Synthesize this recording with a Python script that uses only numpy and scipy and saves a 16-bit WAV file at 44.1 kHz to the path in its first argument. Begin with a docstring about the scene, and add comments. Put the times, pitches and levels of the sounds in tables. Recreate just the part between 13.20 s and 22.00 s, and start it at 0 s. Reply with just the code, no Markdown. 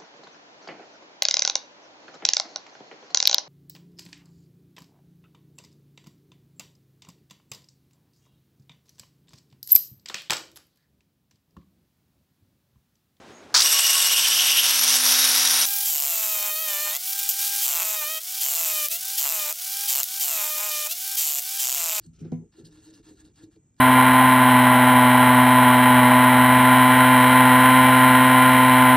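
"""Angle grinder chiselling a kerb

Outdoors, close to one microphone, a grinder with a chisel attachment starts with a jolt: struck-steel cracks.
Its loose parts rattle as noise-driven resonances over a crank's hum, then give way abruptly to a high whine.
Each time the chisel is pressed into the concrete the motor sags; the tip taps once a turn, and its bounce
makes a heavier blow every few turns. These impulses shape crushed grit, knocks, and singing overtones."""
import sys
import numpy as np
from scipy import signal
from scipy.fft import rfft, irfft
from scipy.io import wavfile
from scipy.ndimage import uniform_filter1d

SR = 44100
rng = np.random.default_rng(int(sys.argv[2]) if len(sys.argv) > 2 else 0)


def unload_audio(sound):
    """Save the sound as a 16-bit wav file, at the path given as the first command line argument."""
    columns = np.transpose(np.atleast_2d(sound))
    # keep every value between -1 and 1, then stretch to whole-number steps
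    steps = np.round(np.clip(columns, -1, 1) * 32767)
    wavfile.write(sys.argv[1], SR, steps.astype(np.int16))


N = 388080
TIME = np.arange(N) / SR  # s

JOLT_S, CHANGE_S = 0.343, 2.456  # the rattle starts; the whine replaces it
FREE_HZ, LABOUR_HZ = 798.7, 595  # motor turns per second, running free and under full load

# spectrum of crushed concrete: (frequency [Hz], level [dB])
GRIT = [(30, -19), (300, -31), (450, -28), (650, -10), (1700, -14.5), (2800, -3), (4500, -4), (6300, 1.5),
        (7500, 7), (8700, -0.5), (10500, 0.5), (13200, 10), (14500, 8.5), (15800, 4)]
# chisel pressed into the concrete: (start [s], end [s], push eases before the end [s], speed it sags toward [Hz],
# sag time [s], dust [dB], dust change [dB/s], coarse grit relative to dust [dB], knock at full-load speed [dB])
BITES = [(2.647, 3.781, 0.062, 604.3, .239, -23.5, -3, -5.5, -38.5),
         (4.42, 4.992, .01, 615.4, .1, -24, -8.5, -4, -38.5),
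         (5.202, 5.673, 0.00016, 558.2, 0.23, -25.5, 2.5, -4, -38),
         (5.705, 5.775, 0.00044, 780, .087, -26.5, 0, -7, -45),
         (5.971, 6.327, .025, 574, 0.12, -24, -12, -4.5, -37),
         (6.678, 6.824, 0.00073, 648.6, 0.082, -23.5, -9, -4, -35),
         (6.999, 7.685, .01, 603.4, .088, -25, -5.5, -4.5, -37),
         (7.7, 7.741, 0.00033, 781.5, 0.0867, -28, 0, -3.5, -52),
         (7.971, 8.21, 0.021, 706, 0.071, -23.5, -16, -3.5, -47),
         (8.388, 8.901, 0, 566.4, .28, -27, -4, -0.8, -37)]
# tip sits firmly and taps evenly: (start [s], end [s], share of the bounce lost [0-1],
# singing overtones [dB], third overtone [dB], change of the coarse grit [dB])
SEATED = [(3.154, 3.25, 0.12, -26, -55, -1.5), (3.276, 3.473, 0.56, -38.5, -47, -4),
          (3.473, 3.774, 0.25, -32.5, -40.5, 0), (4.762, 4.99, 0.65, -39.5, -45, -2.5),
          (5.52, 5.665, 0.6, -40.5, -55, -2), (5.677, 5.8, 0.62, -49, -62, 1),
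          (6.185, 6.263, 0.36, -41.5, -54, 0.5), (7.298, 7.371, .8, -48, -56, -1),
          (7.502, 7.66, 0.73, -43, -56, 2), (7.697, 7.742, 0.83, -43, -58, -1.5)]


def undb(db):
    """Decibels to amplitude gain: 20 dB is a factor of ten."""
    return np.exp(np.asarray(db) * (np.log(10) / 20))


def curves(table):
    """The columns of a table, interpolated linearly in time."""
    s, *columns = np.transpose(table)
    return [np.interp(TIME, s, c) for c in columns]


def noise():
    """White noise: equal power at all frequencies."""
    return rng.standard_normal(N)


def unit(x):
    """Normalise to rms 1."""
    return x / np.sqrt(np.mean(x ** 2))


def even(x, size=1500):
    """Hold the short-term rms at 1, keeping the texture faster than the window of size samples."""
    power = np.abs(uniform_filter1d(x ** 2, size))
    return x / np.sqrt(power + 1e-9)


def walk(rate):
    """Smooth random wandering of rms 1: held random steps, rate per second, under a moving average."""
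    k = max(int(SR / rate), 1)
    steps = rng.standard_normal(N // k + 1)
    return unit(uniform_filter1d(np.repeat(steps, k)[:N], k))


def colour(x, points, size=4096):
    """Minimum-phase filter with a (Hz, dB) response, found by folding the cepstrum."""
    hz, db = np.transpose(sorted(points))
    bins_hz = np.arange(size // 2 + 1) * SR / size
    gain = undb(np.interp(np.log(bins_hz + 1), np.log(hz), db))
    cepstrum = irfft(np.log(gain))
    cepstrum[1:size // 2] *= 2
    cepstrum[size // 2 + 1:] = 0
    response = irfft(np.exp(rfft(cepstrum)))
    return signal.oaconvolve(x, response)[:N]


def ring(x, hz, width):
    """One damped resonance; its Q is frequency over bandwidth."""
    return signal.lfilter(*signal.iirpeak(hz, hz / width, fs=SR), x)


def fade(x, seconds):
    """Exponential decay after each impulse, by a one-pole recursion."""
    return signal.lfilter([1], [1, -np.exp(-1 / (seconds * SR))], x)


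def impulses(times, sizes):
    """Impulses at fractional sample times, each shared linearly between two neighbours."""
    at = np.clip(np.asarray(times) * SR, 0, N - 2)
    i = at.astype(int)
    early = np.bincount(i, sizes * (1 - at + i), N)
    late = np.bincount(i + 1, sizes * (at - i), N)
    return early + late


def gate(start, end, edge):
    """On (1) between two times, with linear ramps of edge seconds."""
    return np.clip(np.minimum(TIME - start, end - TIME) / edge + .5, 0, 1)


def yard():
    """Broadband ambience: filtered noise, much quieter once the tool starts, and one narrow-band chirp before."""
    # spectrum of the outdoor air: (frequency [Hz], level [dB])
    air_spectrum = [(35, -49), (60, -23.5), (355, -11.5), (780, -17), (895, -19), (1450, -22),
                    (6680, -35.5), (15000, -56)]
    chirp = unit(ring(ring(noise(), 6670, 220), 6600, 220)) * gate(0.13, 0.21, .03)
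    level_db = -48.5 + walk(23.0) - 30.3 * gate(JOLT_S, np.inf, 0.011)
    return unit(colour(noise(), air_spectrum)) * undb(level_db) + undb(-59) * chirp


def chips():
    """Brittle fracture: decaying bright noise as the tip grazes the concrete or breaks a bit off."""
    # lone cracks and grazes: (time [s], level before the high-pass [dB], fade [s])
    cracks = [(3.99, -20, .009), (4.03, -22, .014), (4.09, -16, .022), (5.685, -15, .0015),
              (6.326, -14, .001), (6.832, -6, .0009), (6.84, -16, .002), (6.998, -11, .0006),
              (7.228, -15, .001), (8.192, -19, .002)]
    bursts = sum(fade(impulses([s], undb(db)), seconds) for s, db, seconds in cracks)
    crack = unit(colour(noise(), GRIT)) * bursts
    return signal.sosfilt(signal.butter(2, 2200, "high", fs=SR, output="sos"), crack)


def jolt():
    """Impact excitation: the hammer's first blows crack through the steel, and one clunks the housing."""
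    # first blows: (time [s], strength before cushioning [dB])
    first_blows = [(0.342, -3), (0.347, 13), (0.362, 7), (.368, 1), (0.376, 2), (0.385, -3), (0.393, -2),
                   (0.403, 6), (0.42, 4)]
    s, db = np.transpose(first_blows)
    strikes = np.tanh(fade(impulses(s, undb(db)), 0.0053))  # the spring cushions the hardest blows
    cracks = even(ring(ring(noise(), 5140, 1900), 4800, 3200), size=40) * strikes
    housing = even(ring(ring(noise(), 1380, 790), 1300, 1200), size=150)
    clunk = housing * fade(impulses([JOLT_S], 0.86), 0.041)
    return undb(-12.0) * cracks + undb(-20.5) * clunk


def rattle():
    """Modal excitation: dense clatter rings the casing, spring and chisel over the crank's harmonic hum."""
    # loose parts: (time [s], level once built up [dB], ring of the spring before levelling [dB])
    loose_parts = [(.36, -21, -25.5), (.47, -17.5, -9.5), (.7, -17.5, -5.5), (1.0, -18.5, -3.5),
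                   (1.42, -17.5, -0.5), (1.6, -18.5, -13.5), (1.75, -16, -11.5), (1.8, -19.5, -26),
                   (1.86, -16, -47), (2.44, -18, -34)]
    # crank: (time [s], turns per second [Hz], hum [dB], overtones relative to the hum [dB])
    crank = [(.34, 140, -70, 17), (.55, 205.2, -74, 20), (.75, 231, -65, 10), (1.0, 250.3, -58, 4),
             (1.5, 254, -56, -1), (1.65, 253.6, -49, -2), (1.85, 251.3, -45, -2.5), (2.46, 253.2, -52, 5)]
    # crank overtones: (multiple of the turning rate [1], mean level [dB])
    crank_orders = [(2, -5.5), (3, 0.5), (3.6, -2)]
    # steel modes: (frequency [Hz], width [Hz], mean level at first [dB], mean level once upright [dB])
    steel_modes = [(1122, 21, -23, -34), (3660, 70, -16, -22), (3850, 22, -58, -17), (5680, 490, -5.5, -7),
                   (7870, 910, -5.5, -19), (9180, 170, -10, -8), (10490, 77, -19, -11.5),
                   (11560, 160, -8.5, -10.5), (13000, 1000, -11.5, -13)]
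    # spectrum of the casing: (frequency [Hz], level [dB])
    casing = [(30, -39), (150, -43), (300, -26), (500, -12), (800, -7.5), (1500, 0), (2200, -1),
              (3500, 2.5), (4200, 2.5), (5300, 5.5), (6300, 2.5), (7000, -0.5), (13200, -18), (15800, 2.5)]

    level_db, spring_db = curves(loose_parts)
    hz, hum_db, overtone_db = curves(crank)
    angle = 2 * np.pi * np.cumsum(hz * (1 + 0.0033 * walk(23.85))) / SR
    clatter = noise() * undb(1.44 * walk(700) + 1.0 * walk(70))
    body = unit(colour(clatter, casing))

    upright = gate(1.45, np.inf, 1.0)  # the tool comes to stand upright
    steel = 0
    for f, width, first_db, later_db in steel_modes:
        # the contact points shift, so each mode swells and sinks on its own
        mode_db = first_db + (later_db - first_db) * upright + 2.06 * walk(40.5)
        steel = steel + unit(ring(clatter, f, width)) * undb(mode_db)

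    # the coil spring sings on one note, then rattles over a wider band
    note = unit(ring(noise(), 2862, 76))
    spread = unit(ring(ring(noise(), 2930, 670), 3110, 750))
    loose = gate(0.93, np.inf, 0.2)
    spring = unit(np.sqrt(1 - loose) * note + np.sqrt(loose) * spread)
    spring = spring * undb(spring_db + 2 * walk(61.3))

    build_up = np.clip((TIME - JOLT_S) / 0.096, 0, 1)
    tool = even(undb(-0.5) * body + build_up * steel + spring, size=4000)
    tool = tool * undb(level_db - 6.9 * (1 - build_up))
    overtones = sum(undb(db + 2 * walk(15)) * np.sin(k * angle) for k, db in crank_orders)
    hum = np.sqrt(2) * undb(hum_db) * (np.sin(angle) + undb(overtone_db) * overtones)
    return (tool + hum) * gate(JOLT_S, CHANGE_S, 0.0028)


def motor_speed():
    """First-order lag: the speed sags exponentially in each bite and climbs back as the push eases."""
    # the hand briefly eases (+) or leans harder (-): (time [s], peak change before smoothing [Hz])
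    nudges = [(2.75, -16), (3.2, -9), (3.418, 26), (3.562, -20), (4.13, -16), (4.729, 9), (4.85, -24),
              (4.93, 20), (5.75, -36), (6.641, 12), (7.23, -11), (7.45, 19.5)]
    spin_up_s, sag_delay_s, nudge_s = .087, .033, .05
    hz = np.full(N, float(FREE_HZ))
    for start, end, ease_s, loaded_hz, sag_s, *_ in BITES:
        sag = (start + sag_delay_s, loaded_hz, sag_s)
        recovery = (end - ease_s, FREE_HZ, spin_up_s)
        for since, goal_hz, lag_s in (sag, recovery):
            gap_hz = np.interp(since, TIME, hz) - goal_hz
            glide = goal_hz + gap_hz * np.exp(-np.maximum(TIME - since, 0) / lag_s)
            hz = np.where(TIME > since, glide, hz)
    hz = hz + sum(change_hz * np.exp(-((TIME - s) / nudge_s) ** 2) for s, change_hz in nudges)
    # the rotor's inertia rounds each change
    return uniform_filter1d(hz, size=1500) * (1 + .0012 * walk(50))


def contact(hz):
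    """Contact mechanics: pressed, first dig, bounce depth (0-1); gains of dust, coarse grit and knock."""
    # tip skims without loading the motor: (start [s], end [s], dust [dB],
    # coarse grit relative to dust [dB], knock [dB])
    skims = [(2.4, 2.643, -24, -12.5, -49), (3.85, 3.94, -27.5, -12, -50), (4.181, 4.295, -26, -4, -52),
             (4.317, 4.423, -28, -3.5, -49)]
    # chisel kicks back in a short fit of hard blows: (centre [s], length [s], knock gain [dB])
    kicks = [(3.05, .06, 2), (3.155, .04, 2), (3.265, 0.09, 2.5), (3.67, 0.037, 5.5), (4.485, 0.059, 6),
             (4.58, 0.11, 6.5), (4.68, 0.031, 3), (4.75, 0.025, 4.5), (4.828, 0.027, 4), (6.066, .04, 6),
             (6.29, 0.044, -1.5), (7.215, 0.075, 2), (7.437, 0.063, 3)]
    bounce_depth, bounce_build_s, skim_depth = 0.91, 0.031, .1
    first_crush_db, first_crush_s = 4, 0.027  # extra dust as the tip first digs in
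    knock_db_per_hz = -0.0494  # slower blows knock harder

    pressed, dig, depth, dust, coarse, knock = np.zeros((6, N))
    for start, end, _, _, _, dust_db, db_per_s, coarse_db, knock_db in BITES:
        on = gate(start, end, 0.027)
        age = np.clip(TIME - start, 0, end - start)
        fresh = np.exp(-age / first_crush_s)
        crushed = on * undb(dust_db + db_per_s * age + first_crush_db * fresh)
        pressed = pressed + on
        dig = dig + on * fresh
        depth = depth + on * bounce_depth * (1 - np.exp(-age / bounce_build_s))
        dust = dust + crushed
        coarse = coarse + crushed * undb(coarse_db)
        knock = knock + on * undb(knock_db + knock_db_per_hz * (hz - LABOUR_HZ))
    for start, end, dust_db, coarse_db, knock_db in skims:
        on = gate(start, end, 0.034)
        dust = dust + on * undb(dust_db)
        coarse = coarse + on * undb(dust_db + coarse_db)
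        depth = depth + on * skim_depth
        knock = knock + on * undb(knock_db)
    for start, end, share, _, _, coarse_db in SEATED:
        on = gate(start, end, .03)
        depth = depth * (1 - share * on)
        coarse = coarse * undb(on * coarse_db)
    for s, length, db in kicks:
        on = gate(s - length / 2, s + length / 2, 0.02)
        depth = np.maximum(depth, on)
        knock = knock * undb(on * db)
    return np.clip(pressed, 0, 1), dig, np.clip(depth, 0, 1), dust, coarse, knock


def taps(hz, depth, slip=.15, scatter_db=1.3):
    """Subharmonic impact: one tap a turn; a bouncing chisel lands a heavy blow every few turns, then weaker taps."""
    # a faster motor throws the chisel further: (motor speed [Hz], mean turns per heavy blow [1])
    bounce_turns = [(600, 2.1), (650, 3.8), (700, 4.9), (795, 5.7)]
    turns = np.cumsum(hz) / SR
    times = np.interp(np.arange(1, int(turns[-1])), turns, TIME)
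    # the bounce catches and lets go in short fits, holding one rhythm for a moment
    depth = np.clip(np.interp(times, TIME, depth * (1 + .22 * walk(24))), 0, 1)
    period = np.interp(hz, *np.transpose(bounce_turns)) + 0.3 * walk(18)
    period = np.interp(times, TIME, period)
    period_chance, size_chance, time_chance = rng.standard_normal((3, len(times)))
    since = np.zeros(len(times))  # turns since the last heavy blow
    for i in range(1, len(times)):
        landed = since[i - 1] + 1.5 > period[i] + slip * period_chance[i]
        since[i] = 0 if landed else since[i - 1] + 1
    sizes = 1 - depth + depth * np.exp(-since / 0.6)
    sizes = sizes * undb(scatter_db * depth * np.tanh(size_chance))
    return impulses(times + 4e-5 * depth * time_chance, sizes)


def singing(angle):
    """Harmonic series: where the tip is seated, the overtones of the motor sing out clearly."""
    # overtones under even tapping: (multiple of the motor speed [1], mean relative level [dB])
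    load_orders = [(2, -6.5), (4, -2.5), (5, 1), (6, -0.5), (7, -1), (8, -15), (9, -8), (10, -5), (11, -13),
                   (12, -13)]
    swayed = angle + 0.24 * walk(25)
    clear = sum(undb(db + 3.0 * walk(16)) * np.sin(k * swayed) for k, db in load_orders)
    third = np.sin(3 * angle) * undb(1.4 * walk(30))
    song = 0
    for start, end, share, db, third_db, _ in SEATED:
        tones = share * undb(db) * clear + undb(third_db) * third
        song = song + gate(start, end, 0.034) * tones
    return song


def chiselling():
    """Impulsive and tonal excitation: the motor whines and hisses; in bites its taps knock and crush grit."""
    # spectrum of the free motor's rush, upper and lower part: (frequency [Hz], level [dB])
    rush_high = [(1530, -10.5), (2600, -6.5), (2890, -2), (3620, 0), (3960, -1.5), (5430, 2.5), (9130, 2),
                 (11800, 9), (15700, 10)]
    rush_low = [(30, -44), (300, -60), (600, -24.5), (1000, -18.5), (1800, -11.5)]
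    # spectrum of the knocks: (frequency [Hz], level [dB])
    knock_spectrum = [(30, -36), (120, -26.5), (300, -21), (450, -13.5), (600, 1), (900, 6), (1200, 5),
                      (1850, -1.5), (2400, 4.5), (3600, -2.5), (5000, -25), (8000, -15), (15000, -6)]
    # whine of the free motor: (multiple of the motor speed [1], mean level relative to the fundamental [dB])
    whine_orders = [(1.6, -12), (2.001, -1.5), (3, -2.5), (3.06, -6), (4.001, -6), (7.001, 1)]
    rush = rush_low + rush_high

    hz = motor_speed()
    angle = 2 * np.pi * np.cumsum(hz) / SR
    pressed, dig, depth, dust_gain, coarse_gain, knock_gain = contact(hz)
    over_free_hz, over_labour_hz = hz - FREE_HZ, hz - LABOUR_HZ
    fan_gain = (1 - pressed) * undb(-28 + 0.0663 * over_free_hz)
    blows = taps(hz, depth)

    # each tap crushes a short burst of grains, and the dust hisses on a little longer
    crush = unit(fade(blows, 0.0017)) + 0.76 * unit(fade(blows, 0.0021))
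    grains = noise() * crush * undb(1.0 * walk(3000))
    # heavy bounces ring the chisel, more so at higher speed; even tapping sounds flatter
    ringing = depth * np.clip(0.7 + 0.0073 * over_labour_hz, 0, 1)
    flat = unit(colour(grains, rush))
    grit = even(ringing * unit(colour(grains, GRIT)) + (1 - ringing) * flat)
    air = even(colour(noise() * undb(1.3 * np.sin(angle) + 1.37 * walk(300)), rush))
    scrape = even(pressed * grit + (1 - pressed) * air) * undb(0.37 * walk(35))

    # coarse grit sounds lower than fine dust
    coarse = signal.sosfiltfilt(signal.butter(3, 9800, fs=SR, output="sos"), scrape)
    low_part = even(coarse, size=4000) * np.hypot(coarse_gain, fan_gain * undb(-3.5))
    high_part = even(scrape - coarse, size=4000) * np.hypot(dust_gain, fan_gain)

    # the heavy blows shake the tool far more than the light taps
    weighted = blows * np.abs(uniform_filter1d(blows, size=5)) ** .5
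    knock = even(colour(weighted, knock_spectrum)) * knock_gain

    free = np.cos(angle) + sum(undb(db + 2 * walk(20)) * np.sin(k * angle) for k, db in whine_orders)
    free_whine = (1 - pressed) * free * undb(-49 + 0.15 * over_free_hz)
    load_whine = pressed * np.cos(angle) * undb(-43.5 - 0.0617 * over_labour_hz)
    whine = np.sqrt(2) * (free_whine + load_whine)
    whine = whine * (1 - .5 * dig)  # the first dig damps it

    # while the chisel bounces the overtones turn into a rough squeal
    squeal = np.sin(4 * angle + 0.54 * walk(150)) + 0.86 * np.sin(6 * angle + 1.3 * walk(200))
    rough = pressed * depth * squeal * dust_gain * undb(-19)
    gears = np.sqrt(dig) * squeal * undb(-39)  # the gears cry out as they take up the load
    mix = low_part + high_part + knock + whine + singing(angle) + rough + gears
    return mix * gate(CHANGE_S, np.inf, 0.0028)


def scene():
    """Superposition: all sources add at one microphone, the same in both channels."""
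    mono = yard() + chips() + jolt() + rattle() + chiselling()
    return np.tile(mono, (2, 1))


def record(dry):
    """Band limiting: the recorder cuts the top with a steep elliptic low-pass at 15.8 kHz."""
    return signal.sosfilt(signal.ellip(12, .1, 80, 15800, fs=SR, output="sos"), dry)


dry = scene()
out = record(dry)
unload_audio(out)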